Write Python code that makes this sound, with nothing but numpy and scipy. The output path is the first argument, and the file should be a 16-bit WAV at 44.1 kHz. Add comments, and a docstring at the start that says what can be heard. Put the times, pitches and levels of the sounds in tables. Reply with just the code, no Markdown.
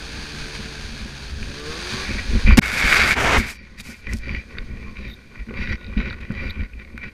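"""An engine drones and revs up, blows and a scraping plunge into snow follow, then jolts, rubbing, creaks and ticks.
A small camera in a plastic housing rides on a snowmobile driver's back; the driver falls and it ploughs into snow.
The engine is a sum of crank orders with hiss; friction and jolts are grainy noise ringing resonant modes.
Ticks and blows are decaying sines, snow is coloured noise, and powder trickles off afterwards."""
import sys
import numpy as np
from scipy import signal
from scipy.fft import rfft, irfft, next_fast_len
from scipy.io import wavfile
from scipy.ndimage import uniform_filter1d

SR = 44100
rng = np.random.default_rng(int(sys.argv[2]) if len(sys.argv) > 2 else 0)


def store_pcm(level_fs):
    """Save levels as 16-bit WAV."""
    pcm = np.round(np.clip(level_fs, -1, 1) * 32767).astype(np.int16)
    wavfile.write(sys.argv[1], SR, np.atleast_2d(pcm).T)


def decibels_to_gain(level_db):
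    """Convert a level in decibels to a linear amplitude gain (20 dB per decade)."""
    exponent = np.asarray(level_db, float) / 20
    return 10 ** exponent


N = 314419
T = np.arange(N) / SR

# the plunge into the snow: crushing begins, the microphone is stopped, it clears (s)
CRUSH_S, STOPPED_S, CLEAR_S = 2.572, 2.597, 2.622
# resonances of the camera mount: hz, width_hz, level_db (relative)
MOUNT_MODES = [(120.3, 59, -6), (212.7, 69, 1), (346.7, 62, -9), (533, 62, -13.5)]
# resonances of the plastic housing: hz, width_hz, level_db (relative)
HOUSING_MODES = [(445, 160, -11), (1110, 230, -9), (1480, 100, -5.5), (1960, 194, 0), (2208, 117, -2.5),
                 (2370, 140, 1), (2469, 310, -3.5), (2740, 1020, -11), (3790, 350, -15), (4630, 330, -15),
                 (5500, 400, -25.5), (9600, 900, -41)]


def evened(x):
    """Normalises the mean power: scales to rms 1."""
    return x / np.sqrt(np.mean(x ** 2) + 1e-20)


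def coloured(x, points):
    """Spectral shaping: weights the spectrum by (Hz, dB) points on a log frequency axis, at rms 1."""
    point_hz, point_db = np.transpose(points)
    size = next_fast_len(len(x))
    hz = np.arange(size // 2 + 1) * SR / size
    weight_db = np.interp(np.log(hz + 1), np.log(point_hz + 1), point_db)
    return evened(irfft(rfft(x, size) * decibels_to_gain(weight_db), size)[:len(x)])


def ring(x, hz, width):
    """Damped resonance: one pole applied twice, so that the valleys between modes stay dark."""
    pole = np.exp((2j * np.pi * hz - np.pi * width) / SR)
    return 2 * signal.lfilter([(1 - abs(pole)) ** 2], np.poly([pole, pole]), x).real


def gritty(per_s, spread_db, smooth):
    """Granular excitation: random impulses of uneven size over a smooth share of noise."""
    sizes = decibels_to_gain(spread_db * np.minimum(rng.exponential(1, N), 4))
    grains = (rng.random(N) < per_s / SR) * sizes
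    return evened(grains * rng.standard_normal(N)) + smooth * rng.standard_normal(N)


def lumps(hz, depth_db):
    """Random amplitude modulation: a gain gliding between hz random values a second."""
    steps = rng.standard_normal(1000)
    return decibels_to_gain(depth_db * np.interp(T * hz, np.arange(len(steps)), steps))


def played(tables):
    """Level envelope: joins tables of (s, dB) into a gain, silent outside each of them."""
    s, db = np.transpose(np.vstack(tables))
    inside = sum((T >= rows[0][0]) & (T < rows[-1][0]) for rows in tables)
    return decibels_to_gain(np.interp(T, s, db)) * uniform_filter1d(1. * inside, size=60)


def swells(rows, hold, peak_at=None):
    """Incoherent addition: rows swell and die, flatter with more hold; other columns blend by power."""
    start, length, db, *rest = np.transpose(rows)[:, :, None]
    if peak_at is None:
        peak_at = rest.pop(0)
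    coarse = T[::64]
    warp = np.log(.5) / np.log(np.clip(peak_at, .05, .95))  # puts the peak at its share of the length
    phase = np.clip((coarse - start) / length, 0, 1) ** warp
    power = decibels_to_gain(2 * db) * np.sin(np.pi * phase).clip(0) ** (2 / hold) + 1e-12
    total = power.sum(0)
    curves = [np.sqrt(total)] + [(power * c).sum(0) / total for c in rest]
    return [np.interp(T, coarse, c) for c in curves]


def strokes():
    """Sliding contact: pressure and brightness of the rubbing, over a light touch after the plunge."""
    # strokes of clothing and snow along the housing:
    # start_s, length_s, level_db, peak_at (share of the length 0-1), tilt_db (brightness per octave)
    rubs = [(1.98, 0.29, -30.5, 0.51, 0), (2.24, 0.24, -36.5, 0.48, -6), (2.455, 0.044, -20.5, 0.51, 2),
            (2.49, 0.093, -22, 0.3, 1), (3.42, 0.29, -43, 0.32, 7.5), (3.74, 0.087, -39.5, 0.73, 8),
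            (3.83, 0.16, -38, 0.43, 3), (4.01, 0.16, -36, 0.56, -0.5), (4.17, 0.27, -30.5, 0.62, 2),
            (4.47, 0.19, -41.5, 0.45, -6), (4.64, 0.29, -45.5, 0.42, -4), (4.79, 0.16, -39.5, 0.51, -1),
            (4.94, 0.21, -36.5, 0.5, 4), (5.3, 0.2, -45, 0.39, -4), (5.46, 0.18, -38, 0.62, -11.5),
            (5.53, 0.15, -27.5, 0.57, 3.5), (5.63, 0.14, -29, 0.6, 3), (5.76, 0.86, -43, 0.25, -3.5),
            (5.96, 0.22, -29.5, 0.3, -1), (6.203, 0.15, -36.5, 0.04, 0), (6.24, 0.31, -29.5, 0.62, 0.5),
            (6.5, 0.18, -35.5, 0.56, -1.5), (6.71, 0.14, -44, 0.77, 1), (6.92, 0.19, -37, 0.69, 0)]
    touch_tilt_db = -3  # per octave
    level, tilt_db = swells(rubs, hold=0.89)
    touch = decibels_to_gain(-51.5) * (T > CLEAR_S)
    stroke_share = level ** 2 / (level ** 2 + touch ** 2)
    return np.hypot(level, touch), touch_tilt_db + (tilt_db - touch_tilt_db) * stroke_share


def plough_pressure():
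    """Contact pressure: the gain with which the camera ploughs through snow."""
    # how hard it ploughs: time_s, level_db
    plough_levels = [(2.604, -82), (2.62, -24), (2.624, -24), (2.74, -24), (2.81, -20), (2.96, -14),
                     (3.13, -18), (3.15, -33), (3.17, -21), (3.27, -16.5), (3.375, -16), (3.39, -25.5),
                     (3.5, -33.5), (3.54, -47)]
    return played([plough_levels])


def self_noise():
    """Electronic noise floor: steady whine tones over coloured hiss."""
    # camera electronics: hz, level_db (rms, before any later sinking)
    whine_tones = [(8780, -81), (11705, -81), (14626, -85)]
    # spectrum of the hiss: hz, level_db (relative, per Hz)
    floor_tone = [(300, 14.5), (3000, -24), (8000, -17), (12000, -21), (15000, -31), (15600, -60)]
    whine = sum(decibels_to_gain(db) * np.sqrt(2) * np.sin(2 * np.pi * hz * T) for hz, db in whine_tones)
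    return whine + decibels_to_gain(-54.5) * coloured(rng.standard_normal(N), floor_tone)


def engine():
    """Harmonic synthesis: wavering crank orders through pipe resonances, and hiss that puffs once a turn."""
    # running of the engine: time_s, crank_hz, gain_db (of the summed orders), throttle (0-1)
    engine_run = [(0, 75.1, -54, 0.36), (.73, 73.5, -54.5, 0.3), (.85, 72.2, -59, 0.0),
                  (1.1, 67.9, -58, 0.1), (1.42, 68.5, -58, .3), (1.619, 73.3, -45.5, 0.95),
                  (1.75, 80.25, -47, 0.92), (1.85, 88.8, -52.5, 0.77), (1.951, 94.1, -47, 0.89),
                  (2.04, 96.8, -50, 1), (2.1, 94.2, -83, 0.57)]
    # exhaust note: order (multiple of the crank rate), level_db (relative)
    order_levels = [(1, -5.5), (2, 9.5), (3, 3), (4, 5.5), (5, -5.5), (6, -2), (7, -8.5), (8, 1.5),
                    (9, -10), (10, -16), (11, -3), (12, -7.5), (13, -12), (14, -13), (15, -18), (16, -11.5)]
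    # the exhaust pipe favours one region: hz, gain_db
    pipe = [(70, 13.5), (250, -5), (350, 8.5), (450, 8), (520, 0), (620, -16), (900, -17.5)]
    # an open throttle drives pipe and airbox into resonance: hz, gain_db (added at full throttle)
    open_pipe = [(120, -11.5), (250, -4), (380, -1.5), (470, 6), (600, 5), (900, 0), (1120, 36), (1500, 18)]
    # spectrum of the hiss: hz, level_db (relative, per Hz)
    hiss_tone = [(400, -10), (1300, -7), (1620, 1.5), (1970, -7), (2480, -0.5), (2800, -7.5), (4650, -3),
                 (5400, -12), (6500, -10.5), (7400, -23), (9500, -19.5), (10800, -30), (15000, -38.5),
                 (15600, -81)]
    # hiss of intake, belt and track, near and later running away: time_s, level_db (before a 7.5 dB lift)
    roar = [
        [(0.0, -43.5), (0.49, -42.5), (1.35, -47.5), (1.71, -42.5), (1.93, -36.5), (2.18, -42.5), (2.45, -42.5),
         (2.57, -57)],
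        [(3.62, -65.5), (4.23, -61), (7.13, -70)],
    ]
    s, *columns = np.transpose(engine_run)
    crank_hz, note_db, throttle = (np.interp(T, s, c) for c in columns)
    turns = np.cumsum(crank_hz * lumps(hz=35, depth_db=.055)) / SR  # uneven firings shake the speed
    note = np.zeros(N)
    for order, db in order_levels:
        order_hz = order * crank_hz
        pipe_db = np.interp(order_hz, *np.transpose(pipe))
        pipe_db += throttle * np.interp(order_hz, *np.transpose(open_pipe))
        wave = np.sin(2 * np.pi * (order * turns + rng.random()))
        note += decibels_to_gain(db + pipe_db) * lumps(hz=21.96, depth_db=3) * wave
    puffs = 1 + 0.1 * np.cos(2 * np.pi * turns) * (T < CRUSH_S)
    hiss = coloured(gritty(6000, 0.63, 0.95), hiss_tone) * puffs * lumps(hz=30.7, depth_db=0.86)
    return decibels_to_gain(note_db) * note + played(roar) * hiss * decibels_to_gain(7.5)


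def creaks():
    """Stick-slip: quick uneven slips of a strap ring its buckle; fine ice fizzes with them."""
    # creaks: start_s, length_s, level_db (lower buckle mode), upper_db and fizz_db (over that mode)
    creak_rows = [(5.082, 0.076, -61.5, 14, -1), (5.77, 0.15, -49, -9, -43), (6.497, 0.02, -49, 16, -10)]
    # lower and upper mode of the buckle: hz, width_hz
    buckle_modes = [(1458, 15), (3736, 280)]
    level, upper_db, fizz_db = swells(creak_rows, peak_at=0.3, hold=1.9)
    slips = gritty(500, 3., .3)
    low, upper = (evened(ring(slips, hz, width)) for hz, width in buckle_modes)
    fizz = evened(ring(gritty(3000, 4.6, 0.39), hz=12600, width=1800))
    return level * (low + decibels_to_gain(upper_db) * upper + decibels_to_gain(fizz_db) * fizz)


def jolts():
    """Forced vibration: lumpy low thuds and steady shaking; the same lumps swell the ringing of the mount."""
    # jolts through the mount: start_s, length_s, thud_db, ring_db (mount over the thud)
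    jolt_rows = [(.38, 0.069, -32.5, -25), (.57, 0.16, -36, -6.5), (.78, 0.21, -31.5, -10.5),
                 (1.0, 0.1, -34, -14), (1.25, 0.23, -30.5, -39), (1.39, 0.077, -21, -15),
                 (1.46, 0.075, -30, -21), (1.92, 0.069, -34.5, 5), (2.1, 0.22, -25.5, -8),
                 (2.28, 0.16, -18, -9.5), (2.42, 0.17, -14.5, -14), (2.57, 0.047, -18.5, 9),
                 (2.84, 0.041, -15, -6), (3.36, 0.13, -21.5, -5), (4.05, 0.17, -25, -10.5),
                 (4.15, 0.11, -28, -27), (4.57, 0.13, -30.5, -21), (4.68, 0.13, -32.5, -10.5),
                 (4.84, 0.107, -28, -7), (5.38, 0.081, -36, -22), (5.47, 0.1, -36, 2.5),
                 (5.83, 0.2, -33.5, -18), (5.97, 0.051, -28, 3), (6.05, 0.07, -25, -36),
                 (6.3, 0.034, -28.5, 3.5), (6.56, 0.12, -24, -12), (6.71, 0.13, -34, -22),
                 (6.92, 0.12, -40.5, -17)]
    # spectrum of the steady shaking: hz, level_db (relative, per Hz)
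    shake_tone = [(8, 1.5), (30, -6), (62, 5), (100, -9), (150, -12), (300, -67)]
    # spectrum of a jolt, which swings deeper: hz, level_db (relative, per Hz)
    jolt_tone = [(8, -2.5), (30, 1.5), (55, 3.5), (85, -4), (140, -40), (300, -74)]
    jolt, ring_db = swells(jolt_rows, peak_at=0.41, hold=0.92)
    still = decibels_to_gain(np.where(T < CRUSH_S, -38, -43.5))  # riding, then at rest
    rub_shake = decibels_to_gain(1) * strokes()[0]
    plough_shake = decibels_to_gain(-11.5) * plough_pressure()
    shaking = np.sqrt(still ** 2 + rub_shake ** 2 + plough_shake ** 2)
    grains = gritty(300, 2.9, 0.5)
    modes = [decibels_to_gain(db) * lumps(hz=13, depth_db=0.5) * evened(ring(grains, hz, width))
             for hz, width, db in MOUNT_MODES]
    bright = evened(sum(modes))
    # a jolt rings the low modes most: -6.5 dB per octave
    dull = evened(sum(decibels_to_gain(-6.5 * np.log2(row[0] / 200)) * x for row, x in zip(MOUNT_MODES, modes)))
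    jolted = jolt * (coloured(rng.standard_normal(N), jolt_tone) + decibels_to_gain(ring_db) * dull)
    shaken = shaking * (coloured(rng.standard_normal(N), shake_tone) + decibels_to_gain(-6.5) * bright)
    return evened(lumps(hz=24.2, depth_db=3)) * (jolted + shaken)


def rubbing():
    """Friction-driven resonance: clumped grains ring the housing; brighter strokes lift its upper modes."""
    level, tilt_db = strokes()
    grains = gritty(1500, 5.0, 0.79) * lumps(hz=49.1, depth_db=1.0)
    grains = coloured(grains, [(7000, -1), (12000, -37)])  # the plastic wall passes little of the top
    rung = np.zeros(N)
    for hz, width, db in HOUSING_MODES:
        wander = lumps(hz=20, depth_db=2.5)  # the point of contact wanders, so each mode swells on its own
        rung += decibels_to_gain(db + tilt_db * np.log2(hz / 2000)) * wander * evened(ring(grains, hz, width))
    return level * rung * decibels_to_gain(-7)


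def ticks():
    """Impulse response: a tick rings modes near its loudest region and snaps in air; ice only snaps."""
    # ticks on the housing: time_s, peak_db, centre_hz (loudest region), upper_db (upper modes, before +2.5 dB)
    tick_rows = [(1.4273, -23, 2198, -30), (2.475, -15, 2450, -28), (2.498, -14.5, 2170, -25),
                 (2.507, -12, 1250, -22), (2.522, -15, 2000, -26), (2.5875, -1, 2300, -20),
                 (2.925, -0.5, 1810, -31), (3.799, -24, 2280, -12), (3.852, -34, 2320, -25),
                 (4.2923, -18.5, 2370, -27), (4.348, -16.5, 2230, -26), (4.5707, -29, 1480, -30),
                 (4.584, -15, 1990, -13.5), (4.9688, -27, 2290, -23), (5.006, -33, 2060, -19),
                 (5.3981, -35, 2260, -21), (5.4942, -33.5, 2370, -30), (5.539, -29, 2280, -23),
                 (5.673, -20, 1970, -21), (5.8442, -30.5, 2370, -8), (5.865, -32, 1450, 5),
                 (5.926, -35, 1100, -19), (5.9778, -22, 2370, -19), (6.1, -24.5, 2530, -9),
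                 (6.107, -22, 1480, -14), (6.1278, -23, 1480, -13), (6.212, -32, 2420, -13),
                 (6.305, -26.5, 1420, -43), (6.5061, -24, 2170, 6), (6.606, -27, 2000, -27),
                 (6.648, -34, 2210, -25), (6.734, -35, 2400, -34), (6.797, -29, 1915, -22),
                 (6.848, -34, 2280, -20), (6.977, -24.5, 1740, -27), (7.0306, -25.5, 2220, -28)]
    # grains of ice snapping near the microphone port: time_s, peak_db
    snap_rows = [(3.806, -26), (4.1346, -18), (4.1704, -30), (4.186, -33), (6.128, -45), (6.21, -47),
                 (6.3213, -41), (6.978, -39)]
    out, t = np.zeros(N + 1500), np.arange(1500) / SR
    rise = np.sin(np.pi / 2 * np.minimum(t / 0.0018, 1)) ** 2

    def peak(x):
        """Normalises the peak to 1."""
        return x / abs(x).max()

    def snap(noise):
        """Broad resonance: a noise burst dying within milliseconds."""
        return peak(ring(noise * np.exp(-t / 0.0013), hz=5400, width=7100))

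    for s, db, centre_hz, upper_db in tick_rows:
        noise = rng.standard_normal(len(t))
        rung = []
        for (hz, width, _), chance in zip(HOUSING_MODES, noise):
            decay = np.exp(-np.pi * np.clip(width, 130, 190) * t)
            detuned_hz = hz * (1 + 0.026 * chance)
            rung.append((hz, decay * np.sin(2 * np.pi * detuned_hz * t)))
        # modes weaken by so many dB per octave away from the centre
        low = sum(decibels_to_gain(-18 * abs(np.log2(hz / centre_hz))) * x for hz, x in rung if hz < 2800)
        upper = sum(decibels_to_gain(-36 * abs(np.log2(hz / 3950))) * x for hz, x in rung if 2800 < hz < 5000)
        sound = peak(low) + decibels_to_gain(upper_db + 2.5) * peak(upper)
        sound = sound + decibels_to_gain(-41) * snap(noise)  # the part that comes through the air
        out[round(s * SR):][:len(t)] += decibels_to_gain(db) * peak(sound * rise)
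    for s, db in snap_rows:
        out[round(s * SR):][:len(t)] += decibels_to_gain(db) * snap(rng.standard_normal(len(t)))
    return out[:N]


def blows():
    """Damped oscillation: each blow swings the whole housing briefly and leaves a mount mode ringing."""
    # heavy blows: time_s, level_db, swing_hz, swings (cycles until the swing is down to 1/e), ring_db (mount)
    blow_rows = [(1.402, -21, 44.3, 0.82, -29), (2.448, -5, 37.3, 2.2, -43), (2.486, -0.5, 43, 1.07, -7),
                 (2.52, -2, 48, 1.2, -10), (2.5845, 2, 152, 0.61, -19), (5.966, -13, 47.6, 2, -6)]
    out = np.zeros(N)
    mount_hz, width, _ = MOUNT_MODES[1]
    for s, db, hz, swings, ring_db in blow_rows:
        t = np.maximum(T - s, 0)
        out += decibels_to_gain(db) * np.sin(2 * np.pi * hz * t) * np.exp(-(hz * t / swings) ** 2)
        mount = np.sin(2 * np.pi * mount_hz * t) * np.exp(-.42 * np.pi * width * t)
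        out += decibels_to_gain(ring_db) * mount * np.minimum(t / 0.0092, 1)
    return out


def plunge():
    """Granular fracture: a short wide-band crush of snow as the camera goes in."""
    tone = [(200, 7.0), (2000, 4.0), (6000, -3.0), (12000, -11.5), (15800, -17), (16300, -62)]  # (Hz, dB)
    crush = coloured(gritty(4200, 3.9, 0.91), tone)
    return crush * decibels_to_gain(-14) * (T > CRUSH_S) * np.clip((STOPPED_S - T) / 0.009, 0, 1)


def snow():
    """Granular friction: packed snow scrapes and crunches past, treble in surges; powder trickles off."""
    # spectrum of the shallow scrape: hz, level_db (relative, per Hz)
    scrape_tone = [(150, -12.5), (250, -32), (430, -18), (669, -30), (945, -26), (1050, -26), (1510, -5),
                   (2020, -4.5), (2200, 3.5), (2950, -15.5), (3800, -13), (4250, -18), (4710, -13.5),
                   (5220, -20.5), (12200, -33), (15500, -42)]
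    # spectrum of the deeper crunch: hz, level_db (relative, per Hz)
    crunch_tone = [(150, -2.5), (250, -0.5), (378, -2.5), (405, 0), (442, -1.5), (646, -0.5), (2240, 0),
                   (4170, -17), (6100, -17.5), (12400, -35), (15500, -40)]
    # loose powder sliding off: start_s, length_s, level_db, peak_at (share of the length 0-1)
    powder_rows = [(2.73, 0.093, -30, 0.74), (3.37, 0.069, -29.5, 0.15), (3.45, 0.14, -38, 0.33),
                   (3.75, 0.076, -41.5, 0.69), (3.81, 0.19, -45.5, 0.37), (3.9, 0.15, -54, 0.46),
                   (4.07, 0.17, -48, 0.41)]
    # spectrum of the powder: hz, level_db (relative, per Hz)
    powder_tone = [(2500, 1), (5000, 6.5), (8000, 1), (11000, -2.5), (13000, -5.5), (15000, -10),
                   (15600, -46)]
    pressure = plough_pressure()
    deep = np.where((T > 3.15) & (T < 3.385), 0.96, 0.13)  # power share of the crunch
    grains = gritty(3000, 2.8, 0.92) * lumps(hz=59.5, depth_db=1.0)
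    scrape = np.sqrt(1 - deep) * coloured(grains, scrape_tone)
    plough = scrape + np.sqrt(deep) * coloured(grains[::-1], crunch_tone)
    treble = signal.sosfilt(signal.butter(2, 5200, "high", fs=SR, output="sos"), plough)
    plough = plough + (lumps(hz=30, depth_db=3.0) - 1) * treble
    # a lower scrape joins under pressure
    body = evened(ring(plough, hz=1320, width=670)) * lumps(hz=14, depth_db=4.0)
    plough = plough + body * pressure * (1 - deep) * decibels_to_gain(3.0)
    powder = coloured(gritty(2300, 0.89, 1.0) * lumps(hz=69.0, depth_db=2.0), powder_tone)
    return pressure * plough + swells(powder_rows, hold=.4)[0] * powder


def scene():
    """Acoustic blockage: all but the ploughing and powder sinks by 33 dB while snow stops the microphone."""
    stopped = (T > STOPPED_S) * np.clip((CLEAR_S - T) / 0.027, 0, 1)
    open_port = decibels_to_gain(-33 * uniform_filter1d(stopped, size=100))
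    through_port = engine() + creaks() + jolts() + rubbing() + ticks() + blows() + plunge()
    return (open_port * through_port + snow())[None]


def band_limit(x):
    """A steep low-pass at the top of the band."""
    return signal.sosfilt(signal.butter(12, 16260, fs=SR, output="sos"), x)


def record(dry):
    """Level-dependent noise floor, overload and band limit: self-noise sinks after loud sound."""
    power_db = 10 * np.log10(abs(uniform_filter1d(dry[0] ** 2, size=4000)) + 1e-12)
    fall = T * 7.  # the held level falls this many dB a second
    held_level_db = np.maximum.accumulate(power_db + fall) - fall
    excess_db = np.maximum(held_level_db + 21, 0)
    noise = self_noise() * decibels_to_gain(-2 * excess_db)
    overloaded = np.clip(dry + noise, -1, 1)
    low_pass = signal.firwin(511, 15330, window=("kaiser", 7), fs=SR)
    limited = signal.oaconvolve(overloaded, low_pass[None], "same")
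    return band_limit(np.clip(limited, -1, 1))


dry = scene()
out = record(dry)
store_pcm(out)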